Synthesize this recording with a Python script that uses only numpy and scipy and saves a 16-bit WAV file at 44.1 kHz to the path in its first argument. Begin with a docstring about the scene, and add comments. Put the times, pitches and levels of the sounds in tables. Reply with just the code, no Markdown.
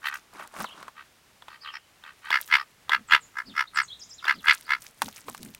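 """Ducks chat in short, raspy quacks and breathy mutters, foraging on a lawn beside a hand-held camera.
Each call is a handful of slow syrinx beats that ring the throat. Feathers and grass rustle, dry blades
snap, bills peck, push at the ground and clap, and the camera is bumped and rumbles in the hand.
A songbird twitters in the trees, which return a faint echo over quiet open air."""
import sys
import numpy as np
from scipy import signal
from scipy.fft import rfft, irfft
from scipy.io import wavfile
from scipy.ndimage import uniform_filter1d

SR = 44100
rng = np.random.default_rng(int(sys.argv[2]) if len(sys.argv) > 2 else 0)


def int16_out(signal):
    """Quantize to a 16-bit WAV file."""
    q = np.round(np.clip(np.atleast_2d(signal).T, -1, 1) * 32767)
    wavfile.write(sys.argv[1], SR, q.astype(np.int16))


N = 246519
T = np.arange(N) / SR
FFT_SIZE = 4096
FREQ_HZ = np.maximum(np.fft.rfftfreq(FFT_SIZE, 1 / SR), 1)


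def undb(db):
    """Decibels to gain."""
    return 10 ** (np.asarray(db) / 20)


def unit(x):
    """Scale to rms 1."""
    return x / np.sqrt(np.mean(x ** 2))


def decay(t, t60_s):
    """Exponential fall, 60 dB in t60_s."""
    return np.exp(-np.log(1000) * t / t60_s)


def colour(points):
    """Gain over frequency from (freq_hz, gain_db) points."""
    hz, db = np.transpose(points)
    return undb(np.interp(np.log(FREQ_HZ), np.log(hz), db))


def peak(hz, width_hz):
    """Gain of a resonance."""
    return 1 / (1 + ((FREQ_HZ - hz) / (width_hz / 2)) ** 2)


def shelf(hz):
    """Rises from 0 to 1 around hz."""
    return 1 / (1 + (hz / FREQ_HZ) ** 10)


def ring(x, gain):
    """Minimum-phase filter with this gain over frequency."""
    cepstrum = irfft(np.log(gain + 1e-6))
    cepstrum[1:FFT_SIZE // 2] *= 2
    cepstrum[FFT_SIZE // 2 + 1:] = 0
    impulse = irfft(np.exp(rfft(cepstrum)))
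    return signal.fftconvolve(x, impulse)[:len(x)]


def walk(rate_hz):
    """Random drift, spread near 1."""
    knots = rng.standard_normal(N // 100)
    return np.interp(T * rate_hz, np.arange(len(knots)), knots)


def add(out, start_s, x):
    """Mix x into out."""
    i = int(start_s * SR)
    skip = max(-i, 0)
    x = x[skip:N - i]
    out[i + skip:i + skip + len(x)] += x


# Background spectrum: freq_hz, gain_db
AIR_SPECTRUM = [(18, -29.5), (30, -9.5), (79, -5), (300, -9.5), (2000, -10.5), (8300, -19.5),
                (16000, -25.5)]

def open_air(level_db=-60):
    """Quiet, slightly wavering background noise."""
    noise = unit(ring(rng.standard_normal(N), colour(AIR_SPECTRUM)))
    return noise * undb(level_db + walk(rate_hz=18))


# Windpipe and throat resonances: freq_hz, width_hz, gain_db
THROAT_MODES = [(985, 200, -12.5), (1316.6, 150, -3), (1649, 160, -3.5), (2035, 87, -0.5),
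                (2461, 150, -6.5), (2823, 240, -6), (3356, 260, -7), (4046, 281, -15.5), (4535, 300, -17.5),
                (5086, 240, -25.5), (5650, 450, -31)]

def quack(rate_hz, swell_s, fade_s, bill_hz, pitch_ratio, bright_db, wheeze_db, wheeze_hz, breath):
    """One call, loudest at 0.1 s: each syrinx beat rings the throat and puffs turbulent air."""
    open_s, ring_s, lag_s = 0.0015, 0.0024, 0.0003
    shut_hz, shut_db, bill_db = 1320, -7, 6
    rasp, bend, lift = 0.24, 0.12, 0.041
    scatter, slip_rad, uneven_db = 0.012, 0.5, 2
    t = np.arange(-SR // 10, SR // 10) / SR
    mode_hz, _, mode_db = np.transpose(THROAT_MODES)
    modes = len(mode_hz)
    power = sum((undb(db) * peak(hz * pitch_ratio, width)) ** 2 for hz, width, db in THROAT_MODES)
    throat = np.sqrt(power * shelf(850))
    hiss = undb(-33) / np.hypot(1, FREQ_HZ / 7000)
    tone_db = bright_db * (shelf(2300) - shelf(4900)) + wheeze_db * peak(wheeze_hz, 1700) ** 2
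    phase = rng.uniform(0, 2 * np.pi, modes)
    call, beats = np.zeros(len(t)), np.arange(-4, 5)
    for beat_s in beats / rate_hz + lag_s * beats ** 2:  # beats spread as the call runs down
        near = np.abs(t - beat_s) < 1 / rate_hz
        since_s = t[near] - beat_s
        effort = 1 / (1 + abs(beat_s / (swell_s if beat_s < 0 else fade_s)) ** 3.98)
        # Effort opens the bill: resonances climb, upper bands come out.
        opening = np.sqrt(effort)
        shape_db = tone_db + bill_db * peak(shut_hz + (bill_hz - shut_hz) * opening, 280)
        shape_db += shut_db * (1 - opening) * (shelf(1400) - shelf(4400) / 2)
        detune = 1 - lift * (1 - opening) + scatter * rng.standard_normal(modes)
        pitch_hz = mode_hz * pitch_ratio * detune
        cycles = np.outer(since_s + bend * rate_hz * since_s ** 2, pitch_hz)
        angle = 2 * np.pi * cycles + phase + slip_rad * rng.standard_normal(modes)
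        level_db = mode_db + np.interp(pitch_hz, FREQ_HZ, shape_db)
        level_db += uneven_db * rng.standard_normal(modes)
        flow = 2 / (np.exp(-since_s / open_s) + np.exp(since_s / ring_s))
        voice = flow * (np.sin(angle) @ undb(level_db))
        air = unit(ring(rng.standard_normal(len(since_s)), throat * undb(shape_db) + hiss))
        leak = 2 * breath * np.cos(np.pi / 2 * rate_hz * since_s)
        puff = unit((flow + leak) * air)
        call[near] += effort * unit(unit(voice) + (rasp + 2 * breath) * puff)
    return call / np.sqrt(2)


def breathiness(level_db, midpoint_db=-36):
    """The softer a call, the more of it is air."""
    return 0.08 + 0.4 / (1 + undb(level_db - midpoint_db) ** 2)


# Soft calls: centre_s, relative_db, swell_s, open_bill_hz, wheeze_db, wheeze_hz
MUTTERS = [(.071, -20.5, 0.024, 1860, 5.5, 4360), (0.141, -27, 0.023, 1600, -9, 4430),
           (0.411, -35, 0.024, 1220, -13, 4500), (.995, -37, 0.026, 1115, 0, 4500),
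           (1.531, -40.5, 0.036, 1080, 15, 4740), (1.675, -32.5, 0.029, 1200, 7, 4500),
           (1.755, -29.5, 0.017, 2190, 32, 5540), (2.078, -38, 0.034, 1340, 6, 4770),
           (2.272, -33, 0.028, 1640, 6, 4530), (2.599, -23.5, 0.02, 1180, 23.5, 5240)]
# Full calls: centre_s, relative_db, swell_s, open_bill_hz, pitch_ratio, wheeze_db, wheeze_hz
QUACKS = [(2.343, -12, 0.025, 1970, 1.003, 11.5, 4950), (2.540, -7.5, 0.019, 2070, 1.016, 6, 5130),
          (2.934, -10.5, .018, 1458, 0.984, 3, 4900), (3.136, -4.5, 0.018, 1650, 1, -0.5, 5300),
          (3.387, -22, .019, 1780, 1.01, 8, 5330), (3.594, -14.5, 0.022, 1445, 1.014, 11.5, 5280),
          (3.788, -13, .021, 1630, 1.01, 16.5, 5050), (4.244, -27, .013, 1280, 1.06, 18, 4800),
          (4.296, -10.5, 0.018, 1770, 0.997, 5, 5400), (4.460, -23, 0.015, 1560, 0.96, 3, 5000),
          (4.497, -5.5, 0.019, 2070, 1.015, 5, 4900), (4.721, -13.5, 0.021, 2280, 1.025, 5, 4340)]

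def ducks(gain_db=-7.5, full_effort_db=-6):
    """Quacks and breathy mutters; a weaker quack beats slower and sounds duller."""
    out = np.zeros(N)
    for centre_s, db, swell_s, bill_hz, pitch_ratio, wheeze_db, wheeze_hz in QUACKS:
        rate_hz = 75.5 + 0.68 * (db - full_effort_db)
        bright_db = -2 + 1.11 * (db - full_effort_db)
        call = quack(rate_hz, swell_s, 1.2 * swell_s, bill_hz, pitch_ratio, bright_db,
                     wheeze_db, wheeze_hz, breathiness(db))
        add(out, centre_s - 0.1, undb(db) * call)
    rate_hz, pitch_ratio, bright_db = 72, 0.92, -2.5
    for centre_s, db, swell_s, bill_hz, wheeze_db, wheeze_hz in MUTTERS:
        call = quack(rate_hz, swell_s, swell_s, bill_hz, pitch_ratio, bright_db,
                     wheeze_db, wheeze_hz, breathiness(db))
        add(out, centre_s - 0.1, undb(db) * call)
    return undb(gain_db) * out


def echo(x, t60_s, onset_s):
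    """Diffuse returns from ground, bodies and trees."""
    t = np.arange(SR) / SR
    tail = rng.standard_normal(SR) * decay(t, t60_s) * (1 - np.exp(-t / onset_s))
    return signal.fftconvolve(x, tail / np.linalg.norm(tail))[:N]


def crackle(spectrum, band_rate_hz, spread_db, hiss):
    """Tiny uneven slips over hiss; blades of each size tick in their own band."""
    out, count = hiss * rng.standard_normal(N), int(band_rate_hz * N / SR)
    for hz in np.geomspace(400, 14000, 9):
        signs = rng.choice([-1, 1], count)
        size_db = spread_db * np.minimum(rng.exponential(size=count), 3)
        slips = np.zeros(N)
        slips[rng.integers(0, N, count)] = signs * undb(size_db)
        out += ring(unit(slips), peak(hz, hz / 2))
    return unit(ring(out, colour(spectrum)))


# Feathers and dry blades brushing by: centre_s, relative_db, half_width_s
STROKES = [(.071, -42.5, 0.021), (0.165, -45, 0.022), (.42, -55, 0.027), (0.61, -43, 0.038),
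           (2.415, -39, 0.012), (2.435, -54, 0.15), (2.491, -47, .01), (4.537, -44.5, 0.072),
           (4.847, -46, 0.031), (5.06, -44.5, 0.049), (5.183, -50, 0.036), (5.288, -39.5, .012),
           (5.43, -52.5, 0.13)]
# Their spectrum: freq_hz, gain_db
BRUSH_SPECTRUM = [(500, -10), (2000, -3), (9000, -3), (16000, -7.5)]
# Envelope of a rooting bill: time_s, level_db
ROOTING = [(.31, -67), (.35, -47), (.45, -47), (.5, -65.5), (.55, -47), (.61, -37.5), (.665, -58),
           (.8, -48), (.92, -64)]
# Torn turf spectrum: freq_hz, gain_db
TURF_SPECTRUM = [(70, -22), (210, 2), (450, -10.5), (1170, 1.5), (2400, -13.5), (10000, -22.5),
                 (15000, -39)]

def rustle(stroke_gain_db=-1, flutter_db=2):
    """Feathers brush past in short strokes; a bill tears at dry turf."""
    feathers = crackle(BRUSH_SPECTRUM, band_rate_hz=70, spread_db=5.5, hiss=0.45)
    turf = crackle(TURF_SPECTRUM, band_rate_hz=220, spread_db=3.5, hiss=0.4)
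    strokes = sum(undb(db + stroke_gain_db) / (1 + ((T - centre_s) / half_width_s) ** 2 / 2) ** 2
                  for centre_s, db, half_width_s in STROKES)
    time_s, level_db = np.transpose(ROOTING)
    rooting = undb(np.interp(T, time_s, level_db)) * (T < time_s[-1])
    return (feathers * strokes + turf * rooting) * undb(flutter_db * walk(rate_hz=68))


# Breaking blades: start_s, relative_db
SNAPS = [(.337, -38), (0.475, -31), (2.477, -29), (4.61, -26.5), (5.058, -30), (5.179, -29), (5.378, -27),
         (5.43, -25), (5.548, -24.5)]

def snaps(gain_db=-3, ring_db=4.5):
    """Dry blades break with a crisp tick, each at its own pitch."""
    out, t = np.zeros(N), np.arange(SR // 20) / SR
    for start_s, db in SNAPS:
        hz = rng.uniform(3000, 11000)
        blade = colour(BRUSH_SPECTRUM) * undb(ring_db * peak(hz, hz / 2))
        tick = ring(rng.standard_normal(len(t)) * decay(t, t60_s=0.011), blade)
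        add(out, start_s, undb(db + gain_db) * tick / np.abs(tick).max())
    return out


# Pecks at the ground, knocks on the camera: start_s, peak_db, treble_db
PECKS = [(.397, -31, -22), (.539, -33.5, -15), (0.564, -29, -8), (.604, -22.5, -12), (.643, -21.5, -11),
         (.828, -30, -1), (0.881, -27.5, -8), (5.0193, -6.5, 6.5), (5.083, -29.5, -11), (5.283, -26, -30),
         (5.348, -22, 12.5)]
# Bills clapping shut: start_s, peak_db
CLAPS = [(1.422, -34.5), (1.483, -29), (2.038, -33), (2.3047, -14.5), (2.8946, -13.5), (4.253, -21.5)]
# Contact spectrum: freq_hz, gain_db
KNOCK_SPECTRUM = [(60, -42), (250, -14), (520, -6), (1050, 6.5), (2000, -5.5), (3500, -13.5), (7000, -19.5),
                  (15000, -26)]

def pecks_and_claps(crunch=0.23, treble_hz=2500, clap_treble_db=-3):
    """Sharp contact, then crunch; harder is brighter and shorter. A clap rings the hollow bill."""
    out, t = np.zeros(N), np.arange(SR // 10) / SR
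    bill_ring_db = 16.5 * peak(3550, width_hz=1100)
    blows = [(*peck, 0) for peck in PECKS] + [(*clap, clap_treble_db, bill_ring_db) for clap in CLAPS]
    for start_s, peak_db, treble_db, ring_db in blows:
        t60_s = 0.024 / 2 ** (treble_db / 24)
        blow = crunch * rng.standard_normal(len(t)) * decay(t, t60_s)
        blow[0] += 1
        tilt_db = treble_db * FREQ_HZ / (FREQ_HZ + treble_hz)
        hit = ring(blow, colour(KNOCK_SPECTRUM) * undb(ring_db + tilt_db))
        add(out, start_s, undb(peak_db) * hit / np.abs(hit).max())
    return out


# Soft, low thumps: centre_s, level_db
THUMPS = [(.608, -41.5), (2.993, -51.5), (3.5, -48), (4.377, -49.5), (5.058, -43), (5.292, -48.5),
          (5.424, -45), (5.483, -48)]

def thumps(sigma_s=0.024, boom_hz=225):
    """Soft, low thumps: a bill pushing at the ground, and bumps on the camera."""
    out, t = np.zeros(N), np.arange(-SR // 10, SR // 10) / SR
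    push = np.exp(-(t / sigma_s) ** 2 / 2)
    push_rms = np.sqrt(np.mean(push ** 2))
    resonance = peak(boom_hz, width_hz=95) + undb(-19) * peak(boom_hz, width_hz=810)
    for centre_s, db in THUMPS:
        boom = ring(push * rng.standard_normal(len(t)), resonance)
        add(out, centre_s - 0.1, undb(db) * push_rms * unit(boom))
    return out


# Syllables by name: length_s, trill_depth_ratio, pitch_path_hz
SYLLABLES = {"slur": (.075, 0.068, [4235, 5100, 4700, 3730, 3250, 2680]),
             "tsee": (0.057, .005, [8100, 7360, 6840, 7050, 7700]),
             "rise": (0.052, 0.0061, [3400, 3300, 3670, 4220]), "drop": (0.05, 0.008, [9700, 7000, 5700]),
             "swoop": (.062, 0.011, [8300, 5500, 4900, 6200, 7500]),
             "chip": (.028, .01, [4480, 3540, 2500]), "peak": (.038, 0.026, [3600, 5300, 2600]),
             "purl": (.07, 0.054, [3140, 2770, 3260, 2480]), "burr": (0.022, 0.077, [3400, 4100, 4000])}
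# Song: start_s, syllable, relative_db
SONG = [(0.652, "chip", -42.5), (.675, "purl", -45.5), (1.607, "slur", -43.5), (1.645, "purl", -40),
        (3.073, "tsee", -49.5), (3.205, "tsee", -50), (3.456, "slur", -46.5), (3.669, "burr", -43.5),
        (3.74, "drop", -43.5), (3.812, "drop", -44), (3.877, "burr", -46), (3.893, "rise", -38),
        (3.991, "swoop", -40.5), (4.092, "swoop", -42), (4.181, "chip", -43), (4.332, "peak", -46),
        (4.385, "chip", -46), (4.645, "peak", -49.5)]

def songbird(trill_hz=84.5, waver=0.03, flutter_db=3):
    """Thin whistles and buzzy trills: a few syllables at varying strengths."""
    out = np.zeros(N)
    wobble = waver * walk(rate_hz=400)
    flutter = undb(flutter_db * walk(rate_hz=160))
    for start_s, syllable, db in SONG:
        length_s, depth, path_hz = SYLLABLES[syllable]
        progress = np.linspace(0, 1, int(length_s * SR))
        span = int(start_s * SR) + np.arange(len(progress))
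        hz = np.interp(progress, np.linspace(0, 1, len(path_hz)), path_hz)
        hz = uniform_filter1d(hz, size=400)
        hz *= 1 + wobble[span] + depth * np.sin(2 * np.pi * trill_hz * T[span])
        envelope = flutter[span] * np.sqrt(np.abs(np.sin(np.pi * progress)))
        add(out, start_s, undb(db) * envelope * np.sin(2 * np.pi * np.cumsum(hz) / SR))
    return out


def hand_rumble(start_s=2.7, level_db=-69.5, uneven_db=4):
    """The camera rumbles in the hand as it is carried among the ducks."""
    rumble = unit(ring(rng.standard_normal(N), peak(125, width_hz=200)))
    return rumble * undb(level_db + uneven_db * walk(rate_hz=30)) * (T > start_s)


def scene():
    """Near ducks, a bird in the trees and open air, in mono."""
    near, bird = ducks() + pecks_and_claps(), songbird()
    ground = undb(-15) * echo(near, t60_s=0.07, onset_s=0.003)
    leaves = undb(-6) * echo(bird, t60_s=0.12, onset_s=0.004)
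    trees = undb(-48) * echo(near, t60_s=0.86, onset_s=0.03)
    trees += undb(-15) * echo(bird, t60_s=0.72, onset_s=0.031)
    background = open_air() + thumps() + hand_rumble() + rustle() + snaps()
    return (near + undb(-2) * bird + ground + leaves + trees + background)[None]


def record(dry, asymmetry=0.038, cutoff_hz=16100):
    """Slightly lopsided soft saturation, then a steep low-pass."""
    rounded = np.tanh(dry + asymmetry * dry ** 2)
    return signal.sosfilt(signal.ellip(10, 0.2, 70, cutoff_hz, fs=SR, output="sos"), rounded)


dry = scene()
out = record(dry)
int16_out(out)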